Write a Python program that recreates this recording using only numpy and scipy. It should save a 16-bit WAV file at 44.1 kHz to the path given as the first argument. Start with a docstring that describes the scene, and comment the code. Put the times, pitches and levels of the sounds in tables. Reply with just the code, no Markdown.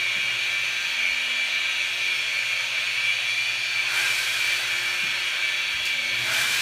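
"""A handheld polisher works a stone countertop in a bare room. From the start its motor and gears whine,
wavering around a set speed, over fan and brush noise, mains hum and a low rumble. Three soft thuds come
early on. Near 4 s the pad drags harder: a broad hiss swells with a hollow growl, then slowly fades.
Two more thuds follow, grit ticks under the pad just before 6 s, and at 6.3 s the pad bites again.
One microphone feeds both channels."""
import sys
import numpy as np
from scipy import signal
from scipy.fft import rfft, irfft, next_fast_len
from scipy.io import wavfile
from scipy.ndimage import uniform_filter1d

SR = 44100
rng = np.random.default_rng(int(sys.argv[2]) if len(sys.argv) > 2 else 0)


def master(y):
    """Save y as 16-bit WAV."""
    cut = np.clip(np.atleast_2d(y).T, -1, 1)
    pcm = np.round(cut * 32767)  # scale
    wavfile.write(sys.argv[1], SR, pcm.astype(np.int16))


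N = 291501

# Motor speed. Each row: time in seconds, shaft turns per second.
SHAFT_SPEED = [(0.0, 92.4), (0.09, 92.3), (0.19, 93.2), (0.25, 92.2), (0.32, 91.7), (0.41, 93.7),
               (0.49, 92.8), (0.67, 93.7), (0.81, 93.8), (1.05, 91.6), (1.11, 91.9), (1.16, 92.8),
               (1.28, 93.0), (1.33, 93.7), (1.42, 93.4), (1.48, 93.7), (1.55, 93.1), (1.88, 92.3),
               (2.02, 93.6), (2.1, 92.8), (2.34, 91.9), (2.65, 92.4), (2.72, 91.9), (2.83, 92.9),
               (2.95, 92.5), (3.11, 93.3), (3.17, 94.1), (3.3, 94.0), (3.38, 94.5), (3.44, 95.4),
               (3.56, 94.1), (3.71, 94.6), (3.83, 92.6), (4.04, 94.3), (4.1, 93.6), (4.24, 93.7),
               (4.3, 93.0), (4.59, 94.3), (4.71, 92.5), (5.0, 93.2), (5.15, 92.2), (5.27, 93.4),
               (5.4, 92.1), (5.5, 92.4), (5.59, 93.3), (5.75, 93.1), (5.9, 93.5), (6.03, 91.8),
               (6.09, 93.1), (6.15, 93.4), (6.42, 94.0), (6.61, 93.3)]
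# The whine's tones. Each row: order (pitch as a multiple of the shaft speed), relative level in dB.
WHINE_TONES = [(10, -60), (14, -51), (15, -56.5), (16, -56), (17, -44.5), (19, -43.5), (24, -40.5),
               (25, -30.5), (26, -35.5), (27, -49), (29, -39), (30, -47.5), (31, -38.5), (32, -51),
               (33, -51.5), (35, -42.5), (36, -41.5), (37, -45), (38, -47), (39, -54), (41, -43.5),
               (43, -47.5), (47, -42.5), (48, -47.5), (49, -50), (54, -52.5), (59, -56.5), (60, -63),
               (65, -52.5), (67, -65), (96, -61), (100, -66)]
# The strongest tone flutters, rising and dipping in loudness. Each row: time in seconds, gain in dB.
FLUTTER = [(0.03, 1.5), (0.29, -2.5), (0.42, -1), (0.54, 3.5), (0.74, -6.5), (1.04, 2.5), (1.27, 0),
           (1.42, 5), (1.49, -12), (1.54, 8.5), (1.73, -8), (1.81, 3), (1.88, -7), (1.94, -3), (2.0, -3),
           (2.08, 2), (2.13, -15), (2.2, -5), (2.29, -11), (2.34, 3), (2.51, -12), (2.59, 3.5), (2.71, -16),
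           (2.78, 8), (2.84, -19), (2.97, -1), (3.03, 2), (3.11, 4.5), (3.16, -7), (3.32, 7.5), (3.43, 2.5),
           (3.6, -1.5), (3.79, 7), (3.88, -11), (3.97, 2), (4.06, -2.5), (4.16, 6), (4.35, -10), (4.44, 5),
           (4.54, 6.5), (4.62, -7), (4.74, -1), (4.82, -7), (4.87, 0), (5.04, -7), (5.51, 1), (5.58, -2),
           (6.03, 0), (6.1, -5), (6.28, 1.5), (6.56, 1)]
# The tool tilts. Each row: time in seconds, then gains in dB for order 24, order 26 and the low orders.
TILT_GAINS = [(0, 4, 4, 0), (.5, -7, 2, -0.5), (.8, -10, -2, 4), (.97, -3, -1, 0), (1.08, 10, 5, -3),
              (1.2, -13, -3, -1), (1.5, -14, 0, 2), (1.9, -2, 1, -2.5), (2.4, 3.5, 3, 0.5), (2.8, 2, 1, -1),
              (3.3, -2, -1, -2), (3.8, -4, -1, 1), (4.2, 5, 2, 0.5), (4.55, -7, -6, 1.5), (4.9, 1, 0, 1.5),
              (5.4, 1, 0, 3), (5.85, -1, -3, -1.5), (6.3, 6, -3, 0.5), (6.61, -6, -2, 4)]
# The tool turns its vents. 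Each row: time in seconds, then a gain in dB for each group below.
VENT_GAINS = [(0, 0, -7, 5, -2), (.9, -2, -1, -3, -12), (1.6, 0.5, -5, -10, -1), (2.1, -2.5, 0, 11, 4),
              (2.7, -3, 0.5, 2, 4), (3.1, 1.5, 0, 3, 7.5), (3.7, -3, 2.5, 6, 5), (4.4, -5.5, 0.5, 7, 4),
              (5.2, 1, -1.5, 9, -11), (5.9, 1, -0.5, 0, -6), (6.61, -9, 0, 7, 5)]
# The four groups: orders 29-31, 47-54, 59-60 and 96-100.
VENT_ORDERS = [range(29, 32), range(47, 55), range(59, 61), range(96, 101)]
# Pad chatter. Each row: middle in seconds, order, relative level in dB, half length in seconds.
CHATTERS = [(.5, 6, -60, 0.17), (1.5, 7, -55, 0.14), (2.602, 6, -57, 0.29), (6.04, 6, -54, 0.12),
            (6.333, 7, -45.5, 0.063), (6.34, 9, -47, 0.047), (6.575, 11, -38, 0.017)]
# Fan and brush noise through the housing. Each row: frequency in Hz, relative level in dB.
RUSH_SPECTRUM = [(200, -54), (330, -30.5), (480, -25.5), (580, -18), (760, -23), (1150, -19), (2120, -8.5),
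                 (2330, -2), (2560, -2), (2800, -9.5), (3400, -9), (3650, -14.5), (3900, -13.5),
                 (4180, -14.5), (4500, -13), (4750, -22.5), (5300, -22.5), (6000, -19.5), (6850, -21),
                 (7600, -30), (8600, -27), (9350, -27.5), (10350, -37), (11000, -35), (16000, -38.5)]
# The pad bites. Each row: time of full bite in seconds, rise in dB per second, hiss level in dB,
# the hollow part's level in dB, its head start in seconds, its later drop in dB, low body level in dB.
BITES = [(3.945, 168, -31, -31.5, 0.021, 5.5, -68), (6.34, 125, -28, -31.5, 0.041, 4, -45)]
# The dragging pad's hiss and its hollow part. Each row: frequency in Hz, relative level in dB.
HISS_SPECTRUM = [(300, -22), (500, -14), (700, -26), (3000, 0), (5500, -6.5), (9000, -10.5), (11000, -15),
                 (16000, -20)]
HOLLOW_SPECTRUM = [(350, -55), (600, -14.5), (780, -16), (920, -10.5), (1230, -12), (1400, -3.5),
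                   (1590, 2.5), (1800, -7.5), (2100, -2.5), (3000, -61)]
# Pad growls. Each row: middle in seconds, pitch in Hz, level in dB, half length in seconds.
GROWLS = [(3.965, 1535, -40, 0.023), (4.0, 1620, -46, 0.054), (4.054, 1597, -33, 0.017),
          (4.18, 1567, -37, 0.019), (6.316, 1450, -36, 0.026), (6.33, 1574, -41, 0.053),
          (6.43, 1680, -39, 0.036), (6.554, 1617, -38, .04)]
# Grit under the pad. Each row: start in seconds, level in dB.
GRIT_TICKS = [(5.855, -28), (5.863, -33), (5.868, -35)]
# Soft thuds. Each row: start in seconds, level in dB, pitch in Hz, seconds to fade by 60 dB.
THUDS = [(.15, -49.5, 197, 0.76), (.62, -49, 92.5, 0.3), (1.09, -50, 60, 0.34), (5.025, -44.5, 194, 0.48),
         (5.735, -45, 85, 0.58)]
# Hum as the tool travels. Each row: time in seconds, then levels in dB at 120, 240 and 360 Hz.
HUM_LEVELS = [(0.0, -58, -87, -57), (0.25, -54.5, -64, -56), (0.85, -64.5, -72, -62), (1.15, -78, -55, -66),
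              (1.45, -68, -59, -62.5), (1.95, -61, -65, -57.5), (2.4, -60.5, -66, -63),
              (2.6, -58, -63, -66), (3.15, -58, -68.5, -76.5), (3.6, -57, -71, -58), (3.8, -57, -79, -59.5),
              (4.95, -57.5, -69, -56), (5.4, -65, -77, -61), (5.98, -70, -56, -64), (6.2, -45, -56, -53.5),
              (6.38, -50, -57.5, -58), (6.61, -74, -65, -53)]
# Upper hum. Each row: multiple of 120 Hz, level in dB.
BUZZ_TONES = [(6, -69), (7, -63.5), (9, -63)]
# The rumble and the room's background noise. Each row: frequency in Hz, relative level in dB.
RUMBLE_SPECTRUM = [(25, -45), (42, -17), (52, 16), (62, -17), (100, -51)]
ROOM_TONE_SPECTRUM = [(20, -60), (45, -18), (75, -6.5), (130, 0), (200, -6.5), (310, -5.5), (500, -17)]
# Strength of that background noise. Each row: time in seconds, level in dB.
ROOM_TONE_LEVEL = [(0, -58), (.9, -52), (1.1, -57), (2.4, -54.5), (3.1, -55.5), (3.7, -54.5), (3.95, -55),
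                   (6.61, -51)]
# The room's echo. Each row: frequency in Hz, seconds to fade by 60 dB.
ECHO_DECAY = [(150, 0.17), (2000, 1), (12000, 0.077)]

MAIN_ORDER, LOW_ORDERS, HIGH_ABOVE = 25, range(14, 20), 45
MAINS_PULSE_HZ = 120
TIME = np.arange(N) / SR  # seconds


def polisher():
    """The motor hunts around its set speed; one shaft drives the whine, the chatter and the fan."""
    speed = curves(SHAFT_SPEED)[0] + 0.1213 * wobble(12)
    turns = np.cumsum(speed) / SR
    mains_phase = 2 * np.pi * MAINS_PULSE_HZ * TIME
    return whine(turns, mains_phase) + pad_chatter(turns) + fan_and_brushes(turns, mains_phase)


def whine(turns, mains_phase):
    """Motor contacts and gear teeth sing at multiples of the shaft speed, each tone fading on its own."""
    below_db, above_db, low_db = curves(TILT_GAINS)
    steered = {MAIN_ORDER - 1: below_db, MAIN_ORDER: curves(FLUTTER)[0], MAIN_ORDER + 1: above_db}
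    for group, gain_db in zip([LOW_ORDERS, *VENT_ORDERS], [low_db, *curves(VENT_GAINS)]):
        steered.update({order: gain_db for order in group})
    out = np.zeros(N)
    for order, db in WHINE_TONES:
        high = order > HIGH_ABOVE
        move_db = steered.get(order, np.minimum(3 * wobble(5), 2.5))  # the rest drift at random
        if order == MAIN_ORDER:
            fade_db = 1.3 * wobble(25)
        else:
            fade_db = np.minimum(2.2 * wobble(10) + (3 if high else 1.8) * wobble(28), 3.5)
            fade_db *= .6 if order in LOW_ORDERS else 1
        # The geared-down spindle loads the teeth unevenly, once in four turns.
        fade_db += 2.1 * np.cos(2 * np.pi * (turns / 4 + rng.random()))
        # Mains pulses shake each tone, adding faint ones 120 Hz away; high tones also flicker.
        shake = .3 * np.sin(mains_phase) + high * 1.1 * order / HIGH_ABOVE * wobble(45)
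        if abs(order - MAIN_ORDER) > 1:
            offset = rng.random()
        else:  # the main tone and its two neighbours stay near step and rattle once a turn
            offset = .13 * (order != MAIN_ORDER) * wobble(3)
        out += tone(db + move_db + fade_db, order * turns + offset, shake)
    return out


def pad_chatter(turns):
    """Low, rough tones swell briefly as the pad chatters."""
    out = np.zeros(N)
    for middle, order, db, half_length in CHATTERS:
        swell_db = db - 2.9 * ((TIME - middle) / half_length) ** 2
        out += tone(swell_db + 4.9 * wobble(35), order * turns, 1.6 * wobble(45))
    return out


def fan_and_brushes(turns, mains_phase):
    """A rush that throbs once and twice a turn and with the mains; three bands waver separately."""
    angle = 2 * np.pi * turns
    throb = 1 + 0.049 * np.cos(angle) + 0.1 * np.cos(2 * angle + 2.0) + 0.016 * np.cos(mains_phase)
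    body_gain, treble_gain, top_gain = amp(.6 * wobble(9)), amp(.8 * wobble(14)), amp(.9 * wobble(14))
    rush = rush_streaks(noise(RUSH_SPECTRUM, throb), depth_db=2.2)
    treble = filtered(rush, lambda hz: 1 / (1 + (5200 / (hz + 1)) ** 6))
    top = filtered(rush, lambda hz: 1 / (1 + (8000 / (hz + 1)) ** 8))
    return amp(-28) * (body_gain * (rush - treble) + treble_gain * (treble - top) + top_gain * top)


def rush_streaks(sound, depth_db):
    """Narrow bands of the rush briefly rise and dip at random, a metallic wavering."""
    bands = signal.stft(sound, nperseg=2048)[2]
    streaks = uniform_filter1d(rng.standard_normal(bands.shape), size=3, axis=0)
    streaks = unit(uniform_filter1d(streaks, size=3, axis=1))
    return unit(signal.istft(bands * amp(depth_db * streaks), nperseg=2048)[1][:N])


def pad_drag():
    """The pad bites: a gritty hiss, a hollow part that peaks, settles and lingers, and a low body."""
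    out = np.zeros(N)
    for bite, rise, hiss_db, hollow_db, lead, drop_db, body_db in BITES:
        age = TIME - bite
        grit = amp(1.1 * wobble(300) + 0.78 * wobble(17))
        out += amp(hiss_db + bite_db(age, rise)) * noise(HISS_SPECTRUM, grit)
        settle_db = drop_db * np.clip((age + lead - 0.15) / 0.072, 0, 1)
        shape_db = bite_db(age + lead, rise, hold_s=1.0) - settle_db
        out += amp(hollow_db + shape_db + 0.51 * wobble(12)) * noise(HOLLOW_SPECTRUM)
        out += amp(body_db + bite_db(age + 0.15, rise)) * noise(ROOM_TONE_SPECTRUM)
    return out


def bite_db(age, rise_db_per_s, hold_s=0.3, fall_db_per_s=13):
    """The shape of one bite: a steep rise, a hold, a slow release."""
    return rise_db_per_s * np.minimum(age, 0) - fall_db_per_s * np.maximum(age - hold_s, 0)


def pad_growls():
    """The dragging pad growls in short, rough notes whose pitch and strength shake."""
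    out = np.zeros(N)
    for middle, hz, db, half_length in GROWLS:
        swell_db = db - 3 * ((TIME - middle) / half_length) ** 2
        out += tone(swell_db + 1.8 * wobble(50), hz * TIME, .5 * wobble(40))
    return out


def grit_ticks():
    """Each speck of grit makes a sharp snap of hiss with a short, quieter tail."""
    hiss = noise([(2000, -28), (4500, 3), (10000, -9), (16000, -16)])
    out = np.zeros(N)
    for start, db in GRIT_TICKS:
        age = np.maximum(TIME - start, 0)
        snap, tail = amp(db - 60 * age / 0.012), amp(db - 14 - 60 * age / 0.34)
        out += (age > 0) * (snap + tail) * hiss
    return out


def thuds():
    """Dull bumps: a wide band of noise around a pitch, dying fast."""
    out = np.zeros(N)
    for start, db, hz, fade_s in THUDS:
        age = np.maximum(TIME - start, 0)
        shape = amp(db - 60 * age / fade_s) * (1 - np.exp(-age / 0.0075))
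        out += shape * noise([(hz / 6.9, -25), (hz, 0), (hz * 3.3, -22), (hz * 4, -60)])
    return out


def mains_hum(beat_hz=11.4):
    """The mains hums in wavering tones; the lowest beats with a slow rotation."""
    beat = 1 + .5 * np.cos(2 * np.pi * beat_hz * TIME)
    out = np.zeros(N)
    for multiple, db in [*enumerate(curves(HUM_LEVELS), start=1), *BUZZ_TONES]:
        waver_db = (1 if multiple == 1 else 2.8) * wobble(9) + (multiple > 3) * 4.5 * wobble(2.5)
        hum = tone(db + waver_db, multiple * MAINS_PULSE_HZ * TIME + rng.random(), .4 * wobble(9))
        out += hum * (beat if multiple == 1 else 1)
    return out


def background():
    """A deep rumble and the room's soft noise, both gently wavering."""
    rumble = amp(-65 + 2.5 * wobble(6)) * noise(RUMBLE_SPECTRUM)
    room_tone = amp(curves(ROOM_TONE_LEVEL)[0] + 1.5 * wobble(3)) * noise(ROOM_TONE_SPECTRUM)
    return rumble + room_tone


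def room_echo(sound):
    """Each band dies at its own speed; the tool moves, so each stretch gets a new echo pattern."""
    hop, out = SR // 5, np.zeros(N + 2 * SR)
    padded = np.pad(sound, (hop, 2 * hop))
    window = np.sin(np.pi * np.arange(2 * hop) / (2 * hop))
    for start in range(0, N + hop, hop):
        hz, age, bands = signal.stft(rng.standard_normal(SR // 2), SR, nperseg=256)
        decay = amp(-60 * age / along(ECHO_DECAY, hz)[:, None])
        tail = signal.istft(bands * decay, SR, nperseg=256)[1]
        echo = signal.fftconvolve(padded[start:start + 2 * hop] * window, tail / np.linalg.norm(tail))
        out[start:start + len(echo)] += echo
    return out[hop:hop + N]


def amp(db):
    """Turn decibels into a gain."""
    return 10 ** (np.asarray(db) / 20)


def unit(x):
    """Scale x to an average (rms) strength of 1."""
    return x / np.sqrt(np.mean(x ** 2) + 1e-20)


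def tone(db, cycles, shake):
    """A sine wave from a running count of cycles, its phase nudged by shake (radians)."""
    return amp(db) * np.sqrt(2) * np.sin(2 * np.pi * cycles + shake)


def along(points, hz):
    """Read between (Hz, value) points on a log frequency scale."""
    point_hz, values = np.transpose(points)
    return np.interp(np.log(hz + 1), np.log(point_hz + 1), values)


def curves(rows):
    """One value per sample for each column after the time."""
    times, *columns = np.transpose(rows)
    return [np.interp(TIME, times, column) for column in columns]


def wobble(rate):
    """A curve through random points, rate of them a second."""
    points = rng.standard_normal(int(N * rate / SR) + 2)
    return np.interp(np.arange(N) * rate / SR, np.arange(len(points)), points)


def filtered(x, response):
    """Scale each frequency in x by response(hz)."""
    size = next_fast_len(N + 8192)
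    return irfft(rfft(x, size) * response(np.fft.rfftfreq(size, 1 / SR)), size)[..., :N]


def noise(spectrum, pulse=1):
    """Noise of strength 1, first pulsed, then shaped by (Hz, dB) points."""
    return unit(filtered(pulse * rng.standard_normal(N), lambda hz: amp(along(spectrum, hz))))


def scene():
    """The tool and its echo, the pad's noises and the background, alike in both channels."""
    tool = polisher()
    mono = amp(-1.5) * tool + amp(-16.5) * room_echo(tool)
    mono += pad_drag() + pad_growls() + grit_ticks()
    mono += background() + mains_hum() + thuds()
    return np.array([mono, mono])


def record(dry, bass_hz=36, top_hz=15420):
    """The microphone loses the deepest bass and keeps nothing above top_hz."""
    return filtered(dry, lambda hz: (hz < top_hz) / np.sqrt(1 + (bass_hz / (hz + 1)) ** 6))


dry = scene()
out = record(dry)
master(out)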